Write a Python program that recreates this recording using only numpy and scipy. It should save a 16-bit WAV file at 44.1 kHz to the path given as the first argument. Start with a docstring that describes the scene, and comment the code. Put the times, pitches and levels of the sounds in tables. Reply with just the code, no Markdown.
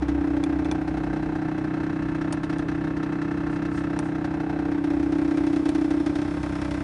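"""A small two-stroke scooter idles on a street, about 32 firings a second, now and then missing one
and catching harder. Each firing booms in the silencer, knocks on the engine casing and lets out a
chuff, a rasp and a hiss of gas. The blend shifts as the listener steps from the handlebar to the nose,
then walks past the seat toward the tail. A few sharp ticks and soft swishes sound close by, over the
wash of the street, a far low hum and a rumble of air."""
import sys
import numpy as np
from scipy import signal
from scipy.fft import rfft, irfft
from scipy.io import wavfile

SR = 44100
rng = np.random.default_rng(int(sys.argv[2]) if len(sys.argv) > 2 else 0)


def master(y):
    """Save y as 16-bit WAV."""
    cut = np.clip(np.atleast_2d(y).T, -1, 1)
    pcm = np.round(cut * 32767)  # scale
    wavfile.write(sys.argv[1], SR, pcm.astype(np.int16))


N = 301592
TIME = np.arange(N) / SR


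def from_db(db):
    """Decibels to gain."""
    return 10 ** (np.asarray(db) / 20)


def unit_rms(x):
    """Scale to unit power."""
    return x / np.sqrt(np.mean(x ** 2) + 1e-20)


def curve(rows):
    """Straight lines through (time, value) points."""
    return np.interp(TIME, *np.transpose(rows))


def on_walk(values, places=range(5)):
    """Blend values set at 0 nose, 1 flank, 2 handlebar, 3 seat and 4 tail as the listener walks."""
    # the path along the scooter: (time [s], place [0-4])
    path = [(0, 2), (.5, 2.1), (1.0, 0.9), (1.5, 0.65), (2.0, 0), (3.8, 0), (4.5, 1), (4.95, 2.5), (5.5, 3),
            (6.0, 3), (6.45, 3.5)]
    return np.interp(curve(path), places, values)


def noise(colour):
    """Unit-power noise of a given spectrum, falling 20 dB an octave beyond its ends."""
    hz, level_db = np.transpose(colour)
    octave = np.log2(np.fft.rfftfreq(N, 1 / SR) + 1)
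    beyond = np.abs(octave - np.clip(octave, np.log2(hz[0]), np.log2(hz[-1])))
    gain = from_db(np.interp(octave, np.log2(hz), level_db) - 20 * beyond)
    return unit_rms(irfft(rfft(rng.standard_normal(N)) * gain, N))


def clicks(times, sizes):
    """One impulse at each time."""
    at = np.round(times * SR).astype(int)
    inside = (at >= 0) & (at < N)
    return np.bincount(at[inside], sizes[inside], N) + 1e-18


def resonate(x, hz, width_hz):
    """A two-pole resonance with unit gain at its peak."""
    r = np.exp(-np.pi * width_hz / SR)
    poles = [1, -2 * r * np.cos(2 * np.pi * hz / SR), r * r]
    return signal.lfilter(np.array([1, 0, -1]) * (1 - r * r) / 2, poles, x)


def ring(x, hz, width_hz, band_hz):
    """A resonance with its skirts trimmed to a band, at unit power."""
    bandpass = signal.butter(2, band_hz, "band", fs=SR, output="sos")
    return unit_rms(signal.sosfilt(bandpass, resonate(x, hz, width_hz)))


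def burst_shape(rise_s, hold_s, decay_s):
    """An envelope that opens, holds and dies away."""
    age = TIME[:SR // 10]
    return (1 - np.exp(-age / rise_s)) * np.exp(-np.maximum(age - hold_s, 0) / decay_s)


def bursts(times, sizes, rise_s, hold_s, decay_s):
    """One burst envelope at each time."""
    return signal.fftconvolve(clicks(times, sizes), burst_shape(rise_s, hold_s, decay_s))[:N]


def crank_turns():
    """Turns of the crank so far, at a gently wandering idle."""
    # crank speed: (time [s], rate [turns/s])
    speed = [(0.0, 32.09), (0.73, 31.21), (0.98, 31.573), (1.47, 31.138), (1.95, 31.737), (2.2, 31.515),
             (2.69, 31.961), (2.93, 31.88), (3.42, 32.21), (3.91, 32.228), (4.15, 31.75), (4.89, 31.951),
             (5.86, 31.817), (6.35, 32.769), (6.84, 31.675)]
    return .33 + np.cumsum(curve(speed)) / SR


def firings(jitter_s, rebound, memory, catch_share):
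    """One firing a turn; unburnt charge from a weak one makes the next stronger, so the idle lopes."""
    # misfires: (time [s], burn against a normal firing [dB])
    misfires = [(-.01, -8.5), (.053, -13.5), (.845, -10), (2.402, -12), (2.465, -10.5), (2.653, -9.5),
                (2.94, -6), (3.59, -3.5), (4.81, -9), (5.091, -7), (5.624, -9), (5.719, -10), (5.876, -8.5),
                (6.032, -12.5), (6.125, -9.5), (6.401, -8)]
    turns = crank_turns()
    times = np.interp(np.arange(1, int(turns[-1]) + 1), turns, TIME)
    times = np.r_[2 * times[0] - times[1], times]   # the engine is already running
    burn_luck, timing_luck = rng.standard_normal((len(times), 2)).T
    lope = 1.43 * signal.lfilter([1], [1, rebound, memory], burn_luck)
    burn_db = 3.9 * np.tanh(lope / 3.7)   # ordinary firings stay within narrow bounds
    for miss_s, weak_db in misfires:
        k = np.argmin(abs(times - miss_s))
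        burn_db[k:k + 2] = weak_db, -catch_share * weak_db   # a miss, then a harder catch
    return times + jitter_s * timing_luck, burn_db


def exhaust(times, burn_db):
    """The pulse from the port booms in the silencer, thumps low and pops out of the pipe."""
    # the silencer's resonance: (pitch [Hz], width [Hz], relative level [dB])
    silencer = [(302.7, 39.4, 0)]
    # how far the pulse runs ahead of the knock, per place on the walk: (lead [s])
    lead_s = [.0018, .0019, .0028, .003, .0035]
    # how much of the boom thins to one hum, per place, most at the tail: (share [0-1])
    hum_share = [0.12, 0.06, 0.29, 0.13, 0.47]
    # the silencer's boom, per place: (level [dB])
    boom_db = [-27, -27.5, -23, -21.5, -35]
    # the pipe's pop, per place: (level [dB])
    pop_db = [-50, -44, -54, -47.5, -53]
    # the low thump, per place: (level [dB])
    thump_db = [-46.5, -48, -44.5, -42.5, -34]
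    arrivals = times - np.interp(times, TIME, on_walk(lead_s))
    pulse_db = .3 * burn_db + .91 * np.minimum(burn_db + 8, 0)   # only a real miss weakens it much
    pulses = clicks(arrivals, from_db(pulse_db))
    chamber = sum(from_db(db) * resonate(pulses, hz, width) for hz, width, db in silencer)
    boom = ring(chamber, hz=306, width_hz=87, band_hz=(257.3, 363))   # on through the pipe
    hum = unit_rms(resonate(boom, hz=285, width_hz=13))
    share = on_walk(hum_share)
    pop_pulses = clicks(times + .003584, from_db(.5 * burn_db))
    pop = ring(pop_pulses, hz=811, width_hz=130, band_hz=(560, 1066))
    thump = ring(pulses, hz=73, width_hz=30, band_hz=(45, 99))
    return (((1 - share) * boom + share * hum) * from_db(on_walk(boom_db))
            + pop * from_db(on_walk(pop_db)) + thump * from_db(on_walk(thump_db)))


def drone():
    """Intake and frame hum on multiples of the crank; each lags more than the last, for a smooth tone."""
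    # harmonics 4 to 7 of the firing rate: (relative level [dB])
    harmonics_db = [-4.5, 1.5, -4, -7.5]
    # the drone, per place on the walk: (level [dB])
    drone_db = [-33.5, -34, -38, -39.5, -31.5]
    angle = 2 * np.pi * crank_turns()
    hum = sum(from_db(db) * np.sin(k * angle - np.pi / 2 * k ** 2)
              for k, db in enumerate(harmonics_db, 4))
    return unit_rms(hum) * from_db(on_walk(drone_db))


def casing_knocks(times, burn_db, play_s, uneven_db, roughness):
    """Piston and drive knock at set crank angles and ring the casing; each mode radiates its own way."""
    # mechanical contacts in one turn: (delay from the firing [s], relative level [dB])
    contacts = [(-.0012, -2), (.0016, -2), (.0044, 0), (.0066, -6), (.0093, -4)]
    # casing and panel modes: (pitch [Hz], width [Hz], relative level at nose [dB], flank [dB], tail [dB])
    modes = [(448.3, 8, -51, -46, -61), (579.3, 15, -56, -49.5, -46.5), (635.5, 41, -54, -53, -47),
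             (721.3, 44, -50, -43, -53.5), (850, 50, -56.5, -45, -49), (923, 33, -50, -50.5, -50),
             (1080, 17, -55, -66.5, -50.5), (1307.5, 67, -43.5, -48.5, -45.5),
             (1372, 61, -48.5, -50.5, -50), (1567, 37.4, -48.5, -48, -50), (1743, 39, -48.5, -53.5, -56.5),
             (2004, 15, -61, -66, -56), (2171, 17, -63.5, -65.5, -61.5), (2342, 12, -69.5, -65, -57.5),
             (2609, 32, -59.5, -62, -62), (2804, 46, -65, -69.5, -68), (3290, 120, -74, -77.5, -72.5),
             (4060, 31, -70.5, -68.5, -75.5)]
    # nearness of the casing, per place on the walk: (gain [dB])
    nearness_db = [1.07, 1, -0.42, 0.24, 1.5]
    delay_s, contact_db = np.transpose(contacts)
    hits = times[:, None] + delay_s + play_s * rng.standard_normal((len(times), len(delay_s)))
    sizes = from_db(.85 * burn_db[:, None] + contact_db + uneven_db * rng.standard_normal(hits.shape))
    grind_envelope = bursts(times, from_db(.31 * burn_db), rise_s=.00073, hold_s=.0082, decay_s=.004)
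    grind = unit_rms(grind_envelope * rng.standard_normal(N))
    force = unit_rms(clicks(hits.ravel(), sizes.ravel())) + roughness * grind
    casing = 0
    for k, (hz, width, *sides_db) in enumerate(modes):
        mode = ring(force, hz, width, band_hz=(hz / 1.62, hz * 1.88))
        casing += (-1) ** k * mode * on_walk(from_db(sides_db), places=(0, 1, 4))
    return casing * from_db(on_walk(nearness_db))


def gas_chuff(times, burn_db, alike_share):
    """Gas chuffs with every firing, partly the same puff each time and partly turbulent."""
    # the chuff's midrange colour: (frequency [Hz], relative level [dB])
    colour = [(450, -4.5), (650, 3), (1000, 7), (1400, 0), (1900, -0.5), (2400, -7.5), (3000, -18.5),
              (4500, -26.5)]
    # the chuff, per place on the walk: (level [dB])
    chuff_db = [-47.5, -47, -46.5, -46.5, -44]
    shape = burst_shape(rise_s=.0004, hold_s=.011, decay_s=.003)
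    puffs = clicks(times, from_db(1.1 * burn_db))
    one_puff = shape * noise(colour)[:len(shape)]
    alike = unit_rms(signal.fftconvolve(puffs, one_puff)[:N])
    turbulent = unit_rms(signal.fftconvolve(puffs, shape)[:N]) * noise(colour)
    chuff = np.sqrt(alike_share) * alike + np.sqrt(1 - alike_share) * turbulent
    return chuff * from_db(on_walk(chuff_db))


def gas_rasp(times, burn_db):
    """A bright rasp of gas that leaps out on a hard burn."""
    # the rasp's colour: (frequency [Hz], relative level [dB])
    colour = [(1500, 3), (2500, 3.5), (3600, 3.5), (4800, -0.5), (5800, -0.5), (7500, -11.5), (9500, -10),
              (11000, -39)]
    # the rasp, per place on the walk: (level [dB])
    rasp_db = [-56, -58, -58, -54, -58]
    envelope = bursts(times, from_db(2.5 * burn_db), rise_s=.0012, hold_s=.0081, decay_s=.012)
    return unit_rms(envelope) * noise(colour) * from_db(on_walk(rasp_db))


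def tailpipe_hiss(times, burn_db, throb, ring_db):
    """Gas leaves the pipe with a hiss that throbs with the firings and rings thinly, loudest behind."""
    # the hiss's bright colour: (frequency [Hz], relative level [dB])
    colour = [(2500, 1.5), (3600, 3.5), (5400, 0), (7500, -5), (9800, -5.5)]
    # the tailpipe's thin ring: (pitch [Hz], width [Hz], relative level [dB])
    modes = [(3470, 120, -2.5), (5300, 150, 0)]
    # the hiss, per place on the walk: (level [dB])
    hiss_db = [-74, -68, -66.5, -56, -52]
    puffs = bursts(times - .002, from_db(3 * burn_db), rise_s=.0009, hold_s=.003, decay_s=.004)
    hiss = unit_rms(1 + throb * unit_rms(puffs)) * noise(colour)
    pipe = unit_rms(sum(from_db(db) * resonate(hiss, hz, width) for hz, width, db in modes))
    return (hiss + from_db(ring_db) * pipe) * from_db(on_walk(hiss_db))


def street_wash():
    """The steady, dark wash of the street."""
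    # the street's colour: (frequency [Hz], relative level [dB])
    colour = [(30, -9.5), (90, 0), (200, 0.5), (450, -4), (1000, -9.5), (2000, -20), (4000, -33.5),
              (7500, -44), (10000, -47.5)]
    return from_db(-38.5) * noise(colour)


def far_hum(steady_hz, steady_db, waver):
    """A wavering hum, like a motor down the street: one tone sags and fades, a fainter one stays."""
    # the sagging tone: (time [s], pitch [Hz], level [dB])
    glide = [(0, 65.75, -34.5), (.7, 70, -36), (.83, 62.1, -42), (.98, 57.4, -34), (1.27, 49.5, -43),
             (1.55, 35.8, -62), (2.05, 44.5, -48), (3.6, 45.5, -53), (4.4, 47, -69)]
    times, hz, level_db = np.transpose(glide)
    phase = 2 * np.pi * np.cumsum(np.interp(TIME, times, hz)) / SR
    sagging = np.sin(phase) * from_db(np.interp(TIME, times, level_db))
    steady = np.sin(2 * np.pi * steady_hz * TIME) * from_db(steady_db)
    unsteady = 1 + waver * noise([(2, 0), (10, -6)])
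    return np.sqrt(2) * (sagging + steady) * unsteady


def air_rumble():
    """A low rumble of air under everything."""
    # the rumble's colour: (frequency [Hz], relative level [dB])
    colour = [(22, -25), (38, -5.5), (55, -4), (68, 9), (95, -1.5), (140, -13)]
    return from_db(-46.5) * noise(colour)


def close_ticks(crack_gain_db, ring_gain_db):
    """Dry ticks nearby: each a crack with a faint tail, a thin ring and a hollow knock."""
    # the ticks, in relative levels: (time [s], crack [dB], thin ring [dB], hollow knock [dB])
    ticks = [(0.4384, -24.5, -32.5, -46), (0.647, -41, -41.5, -61), (0.7137, -22, -30, -33.5),
             (2.325, -23, -46, -37), (2.328, -22.5, -53, -23.5), (2.5841, -31, -55, -57),
             (3.9901, -20.5, -57, -27.5), (5.691, -23.5, -41, -40)]
    # the crack's colour: (frequency [Hz], relative level [dB])
    colour = [(700, 14), (1500, 7.5), (2800, 0), (4400, 2.5), (6200, 2.5), (7500, -5), (9400, 6.5),
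              (11000, -16.5)]
    # the thin ring: (pitch [Hz], width [Hz], relative level [dB])
    thin_modes = [(2380, 70, 0.5), (3450, 123, 5)]
    # the hollow knock: (pitch [Hz], width [Hz], relative level [dB])
    hollow_modes = [(595, 24, -5.5), (860, 59, -1), (980, 43, -10)]
    times, crack_db, thin_db, hollow_db = np.transpose(ticks)
    crack = bursts(times, from_db(crack_db + crack_gain_db), rise_s=.0001, hold_s=.00062, decay_s=.0012)
    tail = bursts(times, from_db(crack_db - 18), rise_s=.0029, hold_s=.002, decay_s=.0062)
    rings = 0
    for modes, strength_db in ((thin_modes, thin_db), (hollow_modes, hollow_db)):
        for hz, width, db in modes:
            blows = clicks(times, from_db(strength_db + db + ring_gain_db))
            rings += resonate(blows, hz, width) * SR / (2 * np.pi * width)   # unit blow, unit height
    return (crack + tail) * noise(colour) + rings


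def swishes(gain_db):
    """Soft, high swishes close by: brief swells of noise."""
    # bell-shaped swells: (time [s], width [s], relative level [dB])
    swells = [(3.53, .025, -69.5), (3.77, 0.037, -65), (4.06, 0.028, -68.5)]
    # their airy colour: (frequency [Hz], relative level [dB])
    colour = [(2500, -22), (4500, 4), (7000, 1), (9500, 1), (11000, -25)]
    envelope = sum(from_db(db + gain_db) * np.exp(-.5 * ((TIME - peak_s) / width_s) ** 2)
                   for peak_s, width_s, db in swells)
    return envelope * noise(colour)


def scene():
    """The idling scooter over the bed of the street, with ticks and swishes up close."""
    times, burn_db = firings(jitter_s=.00009, rebound=.72, memory=.35, catch_share=.34)
    clatter_db = np.maximum(burn_db, -8)   # the mechanism clatters on through a miss
    gas_times = times - .00068   # the gas runs just ahead of the firing
    scooter = (exhaust(times, burn_db) + drone()
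               + casing_knocks(times, clatter_db, play_s=.00002, uneven_db=1.1, roughness=.22)
               + gas_chuff(gas_times, clatter_db, alike_share=.7)
               + gas_rasp(gas_times, clatter_db)
               + tailpipe_hiss(times, clatter_db, throb=.63, ring_db=-10.5))
    bed = street_wash() + far_hum(steady_hz=85.7, steady_db=-49.5, waver=.23) + air_rumble()
    close = close_ticks(crack_gain_db=-7, ring_gain_db=-1) + swishes(gain_db=8)
    return (scooter + bed + close)[None]


def record(dry):
    """A steep low-pass takes off the very top."""
    cutoff_hz = 10450
    return signal.sosfilt(signal.ellip(10, .3, 80, cutoff_hz, fs=SR, output="sos"), dry)


dry = scene()
out = record(dry)
master(out)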